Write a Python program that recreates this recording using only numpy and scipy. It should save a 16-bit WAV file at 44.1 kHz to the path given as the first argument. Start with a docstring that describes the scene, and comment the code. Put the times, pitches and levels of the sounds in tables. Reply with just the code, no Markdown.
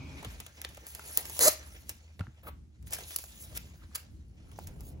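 """Plastic film rustles, crumples and snaps as hands shift wrapped goods on a shop counter, off to the right.
Each tiny crease that gives way makes a burst of noise. Tape is torn off a carton, slipping faster and faster
in a rising squeal. Boxes knock and scuff, and the shop echoes briefly. A fan hums in the room; a busier
corner of the shop fades out at the start and the rumble of a car cabin fades in at the end."""
import sys
import numpy as np
from scipy import signal
from scipy.fft import rfft, irfft
from scipy.io import wavfile
from scipy.ndimage import uniform_filter1d

SR = 44100
rng = np.random.default_rng(int(sys.argv[2]) if len(sys.argv) > 2 else 0)


def wav_out(sig):
    """Save sig, one row per channel (or a flat mono array), as 16-bit PCM at SR to the path in sys.argv[1]."""
    wavfile.write(sys.argv[1], SR, np.round(np.clip(np.atleast_2d(sig).T, -1, 1) * 32767).astype(np.int16))


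N = 220500
LAG_SAMPLES = 8  # sound from the right reaches the left microphone this much later


def film_rustle():
    """Film crackles crisply over a papery rustle and the dull rub of fingers and card."""
    # Each row: time in seconds, rustle level in dB, rubbing level in dB.
    handling = [(0.0, -75, -65.5), (0.2, -66, -52), (0.33, -60, -55.5), (0.48, -65, -60),
                (0.88, -66.5, -58.5), (1.05, -52.5, -53.5), (1.3, -52, -55.5), (1.5, -40, -56),
                (1.56, -58.5, -53), (1.68, -62, -60), (1.93, -65.5, -64.5), (2.11, -74.5, -69.5),
                (2.4, -78, -68), (2.54, -87.5, -86.5), (2.84, -85, -79.5), (2.93, -56, -52),
                (3.03, -53.5, -55.5), (3.22, -56.5, -67), (3.45, -62.5, -62), (3.62, -62, -61.5),
                (3.85, -74.5, -66.5), (3.944, -69.5, -68), (3.965, -60.5, -61.5), (4.02, -69, -61.5),
                (4.1, -77.5, -76.5), (4.25, -80, -80.5), (4.4, -78.5, -71), (4.56, -65, -65),
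                (4.88, -72, -68), (5.0, -80, -75.5)]
    # The tone of each of the three layers. Each row: frequency in Hz, level in dB.
    crisp_tone = [(5500, -21), (7500, -5), (9500, 1.5), (12500, -2), (16000, -2.5)]
    papery_tone = [(1800, -14.5), (2800, -2), (4500, -3), (6800, 2), (8500, -13.5)]
    dull_tone = [(300, -1), (600, 1.5), (1200, -5), (2200, -2.5), (3500, -9.5), (6000, -8)]
    film_db, dull_db = curves(handling)
    crisp_db = -65 + 1.34 * (film_db + 65)  # firm handling is brighter
    crisp = rubbing(crisp_tone, alike=1, creases=(360, 1.4, 0.0038), smooth=1.5, flutter_db=2.2)
    papery = rubbing(papery_tone, alike=0.46, creases=(170, 2.1, 0.0048), smooth=1.1, flutter_db=1.1)
    dull = rubbing(dull_tone, alike=0.6, creases=(220, 2.0, 0.006), smooth=1.2, flutter_db=1.8)
    return crisp * undb(crisp_db) + papery * undb(film_db) + dull * undb(dull_db)


def film_crumples():
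    """Handfuls of film crumple in bursts of dense crackle that swell and sink."""
    # Each row: middle in seconds, half length in seconds, level in dB, low cutoff in Hz.
    handfuls = [(0.901, 0.054, -45, 5000), (1.09, 0.051, -46, 6000), (1.184, 0.028, -37, 1200),
                (1.33, 0.032, -78, 4970), (1.905, 0.031, -46, 2540), (2.877, 0.022, -51.5, 2500),
                (2.944, 0.045, -37.5, 1940), (3.159, 0.14, -44, 4080), (3.431, 0.064, -45.5, 5270),
                (3.564, 0.02, -42, 1180), (3.957, 0.013, -35, 2200), (3.987, 0.064, -55, 1800),
                (4.629, 0.039, -57, 3006), (4.866, 0.096, -56, 4100)]
    tone = [(300, -3.5), (3000, -6.0), (16000, -4.0)]  # Each row: frequency in Hz, level in dB.
    crackle = rubbing(tone, alike=0.94, creases=(650, 1.7, 0.0031), smooth=0.89, flutter_db=0.99)
    out = np.zeros((2, N))
    for middle, half, db, cutoff_hz in handfuls:
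        at = np.arange(int((middle - half) * SR), int((middle + half) * SR))
        swell = undb(db) * np.cos(np.pi / 2 * (at / SR - middle) / half) ** 2
        out[:, at] += swell * filtered(crackle[:, at], cutoff_hz, "high")
    return out


def film_snaps():
    """A crease snaps in a ragged burst; heavier ones fill the lower ranges, which ring longer."""
    # Each row: start in seconds, treble level in dB, weight (middle against treble) in dB,
    # body (bass against treble) in dB, length as a multiple of the usual ring.
    creases = [(0.227, -45, -1, 6, .9), (0.2458, -39, 5.5, 2.5, .8), (0.4, -34, -3.5, -12, 1.1),
               (0.463, -37.5, -2.5, -13, .9), (0.615, -29.5, -6.5, -26, .7), (0.6407, -43, 2, -20, .9),
               (0.6471, -37, 7.5, -1.5, .7), (0.6885, -44, -10, -24, 1.8), (0.7455, -41, -5.5, -21, .9),
               (0.77, -42, -4, -6.5, .9), (0.8659, -32.5, -13, -18, .9), (0.9476, -30, -13, -21, 1.6),
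               (0.9924, -39.5, -7, -5, .9), (1.1723, -9.5, -20.5, -22.5, .75), (1.253, -32, -7, -13.5, .9),
               (1.296, -29.5, -22, -13.5, .9), (1.362, -41, -5, -4, .9), (1.3784, -38, -11, -25, .9),
               (1.391, -18.5, -10, -16, .7), (1.8923, -23.5, -14.5, -22, 1.3), (2.192, -58, 15.5, 14.5, .9),
               (2.206, -63, 16, 20, .9), (2.825, -51.5, -9, -17.5, .9), (2.8697, -42, -5, -14.5, .9),
               (2.906, -35, -18, -20, .9), (2.917, -48, -1, -4, .9), (2.9238, -34, -1.5, -17, .9),
               (2.9315, -20, -13.5, -27, 1.7), (2.941, -42, -19, -9, .9), (2.984, -35.5, -6.5, -12, 1.3),
               (3.006, -46.5, 3, -6, .9), (3.106, -41, -2.5, -9, 1.6), (3.129, -49, -2, -11, .7),
               (3.1604, -13.5, -25.5, -32.5, .9), (3.1848, -29, -11.5, -19.5, 1.4),
               (3.238, -33, -16, -19, .9), (3.549, -39.5, -6, -15, .9), (3.565, -34.5, -6.5, -13, 1.4),
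               (3.573, -24.5, -12, -26.5, .8), (3.9495, -34.5, -8, -19, 1.3), (3.9555, -26, -7.5, -20, .9),
               (4.514, -57, 4, 2, 1.2), (4.577, -48, -15, -20, 1.1), (4.589, -40, -12, -9, .9),
               (4.669, -37, -10.5, -15, 1.8), (4.806, -37.5, -15.5, -14, .9)]
    # Each row: low and high edge in Hz, likeness of the microphones from 0 to 1, level offset in dB,
    # share of the weight, share of the body, seconds to fade by 60 dB, boost of the first crack in dB.
    ranges = [(7500, 15460, 0.98, 3.5, 0.14, 0.13, 0.017, 6.5),
              (4200, 9730, 0.9, 3.5, 0.48, 0.12, 0.028, 2), (1320, 4700, 0.59, 1.5, 0.93, 0.094, 0.038, 2),
              (280, 1300, 1, -1.5, 0.0095, 1, 0.062, -0.4)]
    rise_s, crack_s = 0.0015, 0.0009
    soft_db, hard_db = -42.5, -26.5  # weak creases give way without a crack, strong ones crack fully
    t = np.arange(SR // 12) / SR
    rise = np.minimum(t / rise_s, 1) ** 4
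    crack = np.exp(-np.maximum(t - rise_s, 0) / crack_s)
    ragged = grains(per_s=1500, spread_db=2.5, grain_s=0.0005) + 0.9
    noise = rng.standard_normal((3, N))
    out = np.zeros((2, N))
    for low_hz, high_hz, alike, range_db, weight_share, body_share, ring_s, crack_db in ranges:
        crackle = band(two_microphones(noise[0], noise[1:], alike) * ragged, low_hz, high_hz)
        for start, db, weight_db, body_db, length in creases:
            hardness = np.clip((db - soft_db) / (hard_db - soft_db), 0, 1)
            fade_db = 60 * t / max(ring_s * length, 0.004)
            shape = rise * undb(crack_db * crack * hardness / length ** 2 - fade_db)
            at = slice(int(start * SR), int(start * SR) + len(t))
            # the crease's stored energy, not chance, sets how loud it is
            burst = unit(crackle[:, at] * shape) * np.sqrt(np.mean(shape ** 2))
            out[:, at] += burst * undb(db + range_db + weight_share * weight_db + body_share * body_db)
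    return out


def tape_tear():
    """Glue lets go in quick slips: each puffs out hiss, and their rate is the pitch of the squeal."""
    # Each row: time in seconds, hiss level in dB, squeal level in dB, slips per second.
    pull = [(1.396, -23, -34.5, 559.8), (1.412, -21.5, -36, 503.5), (1.43, -21, -38, 468.4),
            (1.445, -19.5, -34.5, 506), (1.455, -20.5, -35, 550.4), (1.468, -19, -28.5, 609.6),
            (1.478, -18.5, -24, 640), (1.487, -13.5, -23, 625), (1.495, -12, -21, 644)]
    # The tone of the hiss. Each row: frequency in Hz, level in dB.
    hiss_tone = [(200, -16.5), (350, -5.5), (700, -6), (1300, -12), (2000, -13), (2500, -14.5), (3100, -14),
                 (3700, -13), (4500, -8), (7000, -1.5), (10000, -3.5), (13000, -5), (16000, -6)]
    # The taut tape rings. Each row: pitch in Hz, width in Hz, level against the hiss in dB.
    tape_rings = [(4132, 300, -18), (6030, 170, -18.5), (6820, 260, -17.5)]
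    # Levels in dB at 1, 2, 3 and 4 times the slip rate.
    harmonics_db = [0, -8, -13, -12]
    start_s, let_go_s, attack_s = 1.396, 1.4859, 0.013
    held = undb(plateau(start_s + attack_s, let_go_s, rise_db_per_s=25.5 / attack_s, fall_db_per_s=2200.5))
    held *= np.arange(N) / SR > start_s
    hiss_db, squeal_db, slip_hz = curves(pull)
    phase = 2 * np.pi * np.cumsum(slip_hz * (1 + 0.03 * wander(200))) / SR
    hiss = rubbing(hiss_tone, alike=0.97, creases=(530, 1.2, 0.0018), smooth=3, flutter_db=0.6, patchy_db=3)
    hiss += sum(undb(db) * unit(resonance(hiss, hz, width)) for hz, width, db in tape_rings)
    puffs = 1 + 0.32 * np.cos(phase)
    squeal = sum(undb(db) * np.sin(k * phase) for k, db in enumerate(harmonics_db, start=1))
    squeal *= held * undb(squeal_db + 1.3 * wander(200))
    squeal *= undb(plateau(0, let_go_s, 0, fall_db_per_s=5000))  # the squeal stops before the hiss
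    squeal += undb(-1.5) * resonance(squeal, hz=640, width_hz=330)  # the carton rings along
    left = undb(-3.5) * np.roll(squeal, LAG_SAMPLES)  # the carton faces the right microphone
    return held * hiss * puffs * undb(hiss_db) + np.array([left, squeal])


def knocks_and_ticks():
    """Low thuds of boxes and sharp ticks of snapping film: each a short note with two weaker overtones."""
    # Each row: start in seconds, level in dB, pitch in Hz, seconds to fade by 60 dB.
    notes = [(0.263, -28, 106, 0.064), (0.6479, -21.5, 4330, 0.0032), (0.6474, -23.5, 1900, 0.0045),
             (.777, -24, 570, 0.0042), (0.995, -35, 1380, 0.013), (1.392, -32, 562, 0.041),
             (2.194, -45.5, 2190, 0.013), (2.198, -25, 94, 0.14), (2.203, -36, 150, 0.028),
             (2.202, -38.5, 560, 0.026), (2.2092, -34, 1410, 0.016), (2.217, -53, 1480, 0.0077),
             (2.238, -48.5, 804, 0.015), (2.269, -30.5, 1480, 0.0033), (2.2735, -35.5, 122.5, 0.084),
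             (2.47, -40.5, 1236, 0.023), (2.93, -34.5, 650, 0.013), (2.968, -39, 1640, .01),
             (2.985, -40, 1600, .01), (2.987, -39, 696, 0.018), (3.009, -49, 900, .015),
             (3.161, -39, 1240, 0.01), (3.162, -40.5, 3000, 0.011), (3.2385, -47, 1500, 0.015),
             (3.2395, -43.5, 744, 0.014), (3.82, -54, 1300, 0.012), (3.915, -54, 1200, .012),
             (4.588, -21, 772, 0.0066)]
    loss_db_per_hz = 0.004  # higher notes have weaker overtones
    t = np.arange(SR // 4) / SR
    out = np.zeros(N + SR)
    for start, db, hz, ring_s in notes:
        rise = np.minimum(t * hz / 0.95, 1)
        for ratio, offset_db in [(1, 2), (1.8, -2), (2.7, -5)]:
            level_db = db + offset_db - loss_db_per_hz * hz * (ratio - 1)
            ring = undb(level_db - 60 * t * ratio / ring_s) * np.sin(2 * np.pi * hz * ratio * t)
            out[int(start * SR):][:len(t)] += rise * ring
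    return np.array([out[:N], out[:N]])


def box_scuff():
    """Card dragged over glass makes grainy noise, coloured by the ringing of the box."""
    # Each row: start in seconds, length in seconds, level in dB.
    strokes = [(2.434, 0.033, -56.5), (2.469, 0.02, -43.5)]
    # The tone of the box. Each row: frequency in Hz, level in dB.
    box_tone = [(250, -2), (600, 1), (900, -6.5), (1250, -3), (1800, -10.5), (3100, -12.5), (6000, -26.5),
                (15000, -9.5)]
    drag = rng.standard_normal(N) * (grains(per_s=327, spread_db=1.7, grain_s=0.0071) + 1.04)
    level = sum(undb(db + plateau(start, start + length, rise_db_per_s=4000, fall_db_per_s=1300))
                for start, length, db in strokes)
    return level * colour(two_microphones(drag, np.zeros(N), alike=1), box_tone)


def shop_echo(sound):
    """The walls answer with a short tail, different at each microphone; its treble dies first."""
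    ring_s, treble_ring_s, split_hz, echo_db = 0.27, 0.19, 5740, -13
    t = np.arange(SR // 2) / SR
    bounces = rng.standard_normal((2, len(t))) * np.minimum(t / 0.0033, 1)
    middle = band(bounces * undb(-60 * t / ring_s), 760, split_hz)
    treble = band(bounces * undb(-7 - 60 * t / treble_ring_s), split_hz, 21000)
    tail = band(middle, 470, 14000) + treble
    tail /= np.sqrt(np.sum(tail ** 2) / 2)
    return undb(echo_db) * signal.fftconvolve(sound[1:], tail, axes=1)[:, :N]


def fan_and_room():
    """A fan hums with a slight waver over the low, restless noise of the room."""
    # The tone of the room. Each row: frequency in Hz, level in dB.
    room_tone = [(15, -61), (25, -37.5), (43, -13.5), (59, 2), (80, -5.5), (99, -9), (190, -16),
                 (229, -17.5), (277, -23.5), (317, -20.5), (439, -37), (900, -49), (2000, -52), (4000, -53),
                 (6500, -54), (10000, -57), (13000, -65), (16000, -77.5)]
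    hum_hz = 75.3 * (1 + 0.025 * wander(7.5))
    hum = np.sin(2 * np.pi * np.cumsum(hum_hz) / SR) * undb(-53.5 + wander(6.9))
    return hum + all_round_noise(room_tone, split_hz=440) * undb(-55.5 + 3.2 * wander(10))


def busy_corner():
    """The noise of a busier corner, with a few ringing pitches in it, fades out."""
    # Each row: frequency in Hz, level in dB.
    tone = [(60, 4.5), (110, 10.5), (280, -8.5), (700, -15), (1100, -15), (1900, -29.5), (2350, -17),
            (2800, -22), (6000, -28.5), (9000, -46)]
    # Each row: pitch in Hz, width in Hz, level against the noise in dB.
    rings = [(272, 33, -7), (2268, 80, -15), (2320, 100, -17.5), (2472, 100, -15.5)]
    # Each row: time in seconds, level in dB.
    fade = [(0, -45), (.12, -50.5), (.25, -54), (.45, -64), (.6, -114)]
    ringing = sum(undb(db) * unit(resonance(rng.standard_normal(N), hz, width)) for hz, width, db in rings)
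    return (all_round_noise(tone, split_hz=400) + ringing) * undb(curves(fade)[0])


def car_cabin():
    """The deep rumble inside a car fades in."""
    # Each row: frequency in Hz, level in dB.
    tone = [(15, -34.5), (25, -3), (48, 0), (108, -3.5), (213, -14.5), (331, -19.5), (592, -30), (753, -31),
            (1680, -52.5), (3000, -47), (3900, -88.5), (6600, -120)]
    # Each row: time in seconds, level in dB.
    fade = [(4.1, -72), (4.3, -57.5), (4.6, -47), (5, -43.5)]
    return all_round_noise(tone, split_hz=440) * undb(curves(fade)[0])


def rubbing(tone, alike, creases, smooth, flutter_db, patchy_db=5.0):
    """Grainy noise that flutters with the fingers; creases holds the three settings of grains()."""
    noise = rng.standard_normal((3, N))
    roughness = (grains(*creases) + smooth) * undb(flutter_db * wander(35))
    near = folds(noise[0], patchy_db)
    return colour(two_microphones(near, noise[1:], alike) * roughness, tone)


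def grains(per_s, spread_db, grain_s):
    """The loudness of many tiny creases giving way, mostly small and a few large."""
    chance = rng.random(N) * SR / per_s
    starts = (chance < 1) * undb(-2 * spread_db * np.log(np.clip(chance, 5e-3, 1)))
    energy = signal.lfilter([1], [1, -np.exp(-2 / (grain_s * SR))], starts)
    return unit(np.sqrt(energy + 1e-9))


def folds(x, spread_db, length_s=0.046, width_hz=450):
    """Folds come and go, each ringing in its own way: random gains in patches of time and pitch."""
    spectrum = signal.stft(x, nperseg=256)[2]
    patches = uniform_filter1d(rng.standard_normal(spectrum.shape), int(width_hz * 256 / SR), axis=0)
    patches = uniform_filter1d(patches, int(length_s * SR / 128), axis=1)
    return signal.istft(spectrum * undb(spread_db * unit(patches)), nperseg=256)[1][:N]


def two_microphones(near, scattered, alike):
    """The left one hears the near sound late; each also hears its own duller, scattered share."""
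    direct = np.array([np.roll(near, LAG_SAMPLES), near])
    return np.sqrt(alike) * direct + np.sqrt(1 - alike) * filtered(scattered, 9500, "low")


def all_round_noise(tone, split_hz):
    """Noise from all round: the same at both microphones in the bass, unrelated in the treble."""
    middle, side = rng.standard_normal((2, N))
    side = filtered(side, split_hz, "high", order=1)
    return colour(np.array([middle + side, middle - side]), tone)


def colour(x, tone):
    """Shapes x by rows of Hz and dB, falling 18 dB an octave beyond them; average strength 1."""
    hz, db = np.transpose(tone)
    f = np.maximum(np.arange(N // 2 + 1) * SR / N, 1)
    octaves_outside = np.maximum(np.log2(hz[0] / f), 0) + np.maximum(np.log2(f / hz[-1]), 0)
    gain_db = np.interp(np.log(f), np.log(hz), db) - 18 * octaves_outside
    return unit(irfft(rfft(x) * undb(gain_db), N))


def wander(per_s):
    """A smooth random drift, about 1 either side of zero."""
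    hold = int(SR / per_s)
    steps = np.repeat(rng.standard_normal(N // hold + 1), hold)
    return 1.6 * uniform_filter1d(uniform_filter1d(steps, hold), hold)[:N]


def plateau(start_s, end_s, rise_db_per_s, fall_db_per_s):
    """A level in dB that reaches 0 at the start, holds, and falls after the end."""
    t = np.arange(N) / SR
    return np.minimum(rise_db_per_s * (t - start_s), 0) - np.maximum(fall_db_per_s * (t - end_s), 0)


def curves(table):
    """Each column after the time, drawn through all samples."""
    times, *columns = np.transpose(table)
    return [np.interp(np.arange(N) / SR, times, column) for column in columns]


def filtered(x, hz, kind, order=2):
    return signal.sosfilt(signal.butter(order, hz, kind, fs=SR, output="sos"), x)


def band(x, low_hz, high_hz):
    return filtered(x, [low_hz, high_hz], "band")


def resonance(x, hz, width_hz):
    return band(x, hz - width_hz / 2, hz + width_hz / 2)


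def undb(db):
    return 10 ** (np.asarray(db) / 20)


def unit(x):
    return x / np.sqrt(np.mean(x ** 2))


def scene():
    """The sounds at the counter, their echo and the background reach a phone's two microphones."""
    knocks = knocks_and_ticks()
    hands = film_rustle() + film_crumples() + film_snaps() + tape_tear() + box_scuff()
    echo = shop_echo(hands + undb(-4.5) * knocks)  # knocks and ticks echo less than the rest
    near = hands + knocks
    near[0] -= undb(-5) * band(near[0], 3800, 7500)  # the phone's body shades the left microphone
    return near + echo + fan_and_room() + busy_corner() + car_cabin()


def record(dry):
    """The phone thins the deep bass, drops the highest treble, then cuts it off."""
    top_hz, cut_hz = 15800, 16700
    thin = filtered(dry, 30, "high")
    soft = signal.sosfilt(signal.ellip(5, 0.3, 30, top_hz, fs=SR, output="sos"), thin)
    return signal.sosfilt(signal.ellip(10, 0.2, 75, cut_hz, fs=SR, output="sos"), soft)


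dry = scene()
out = record(dry)
wav_out(out)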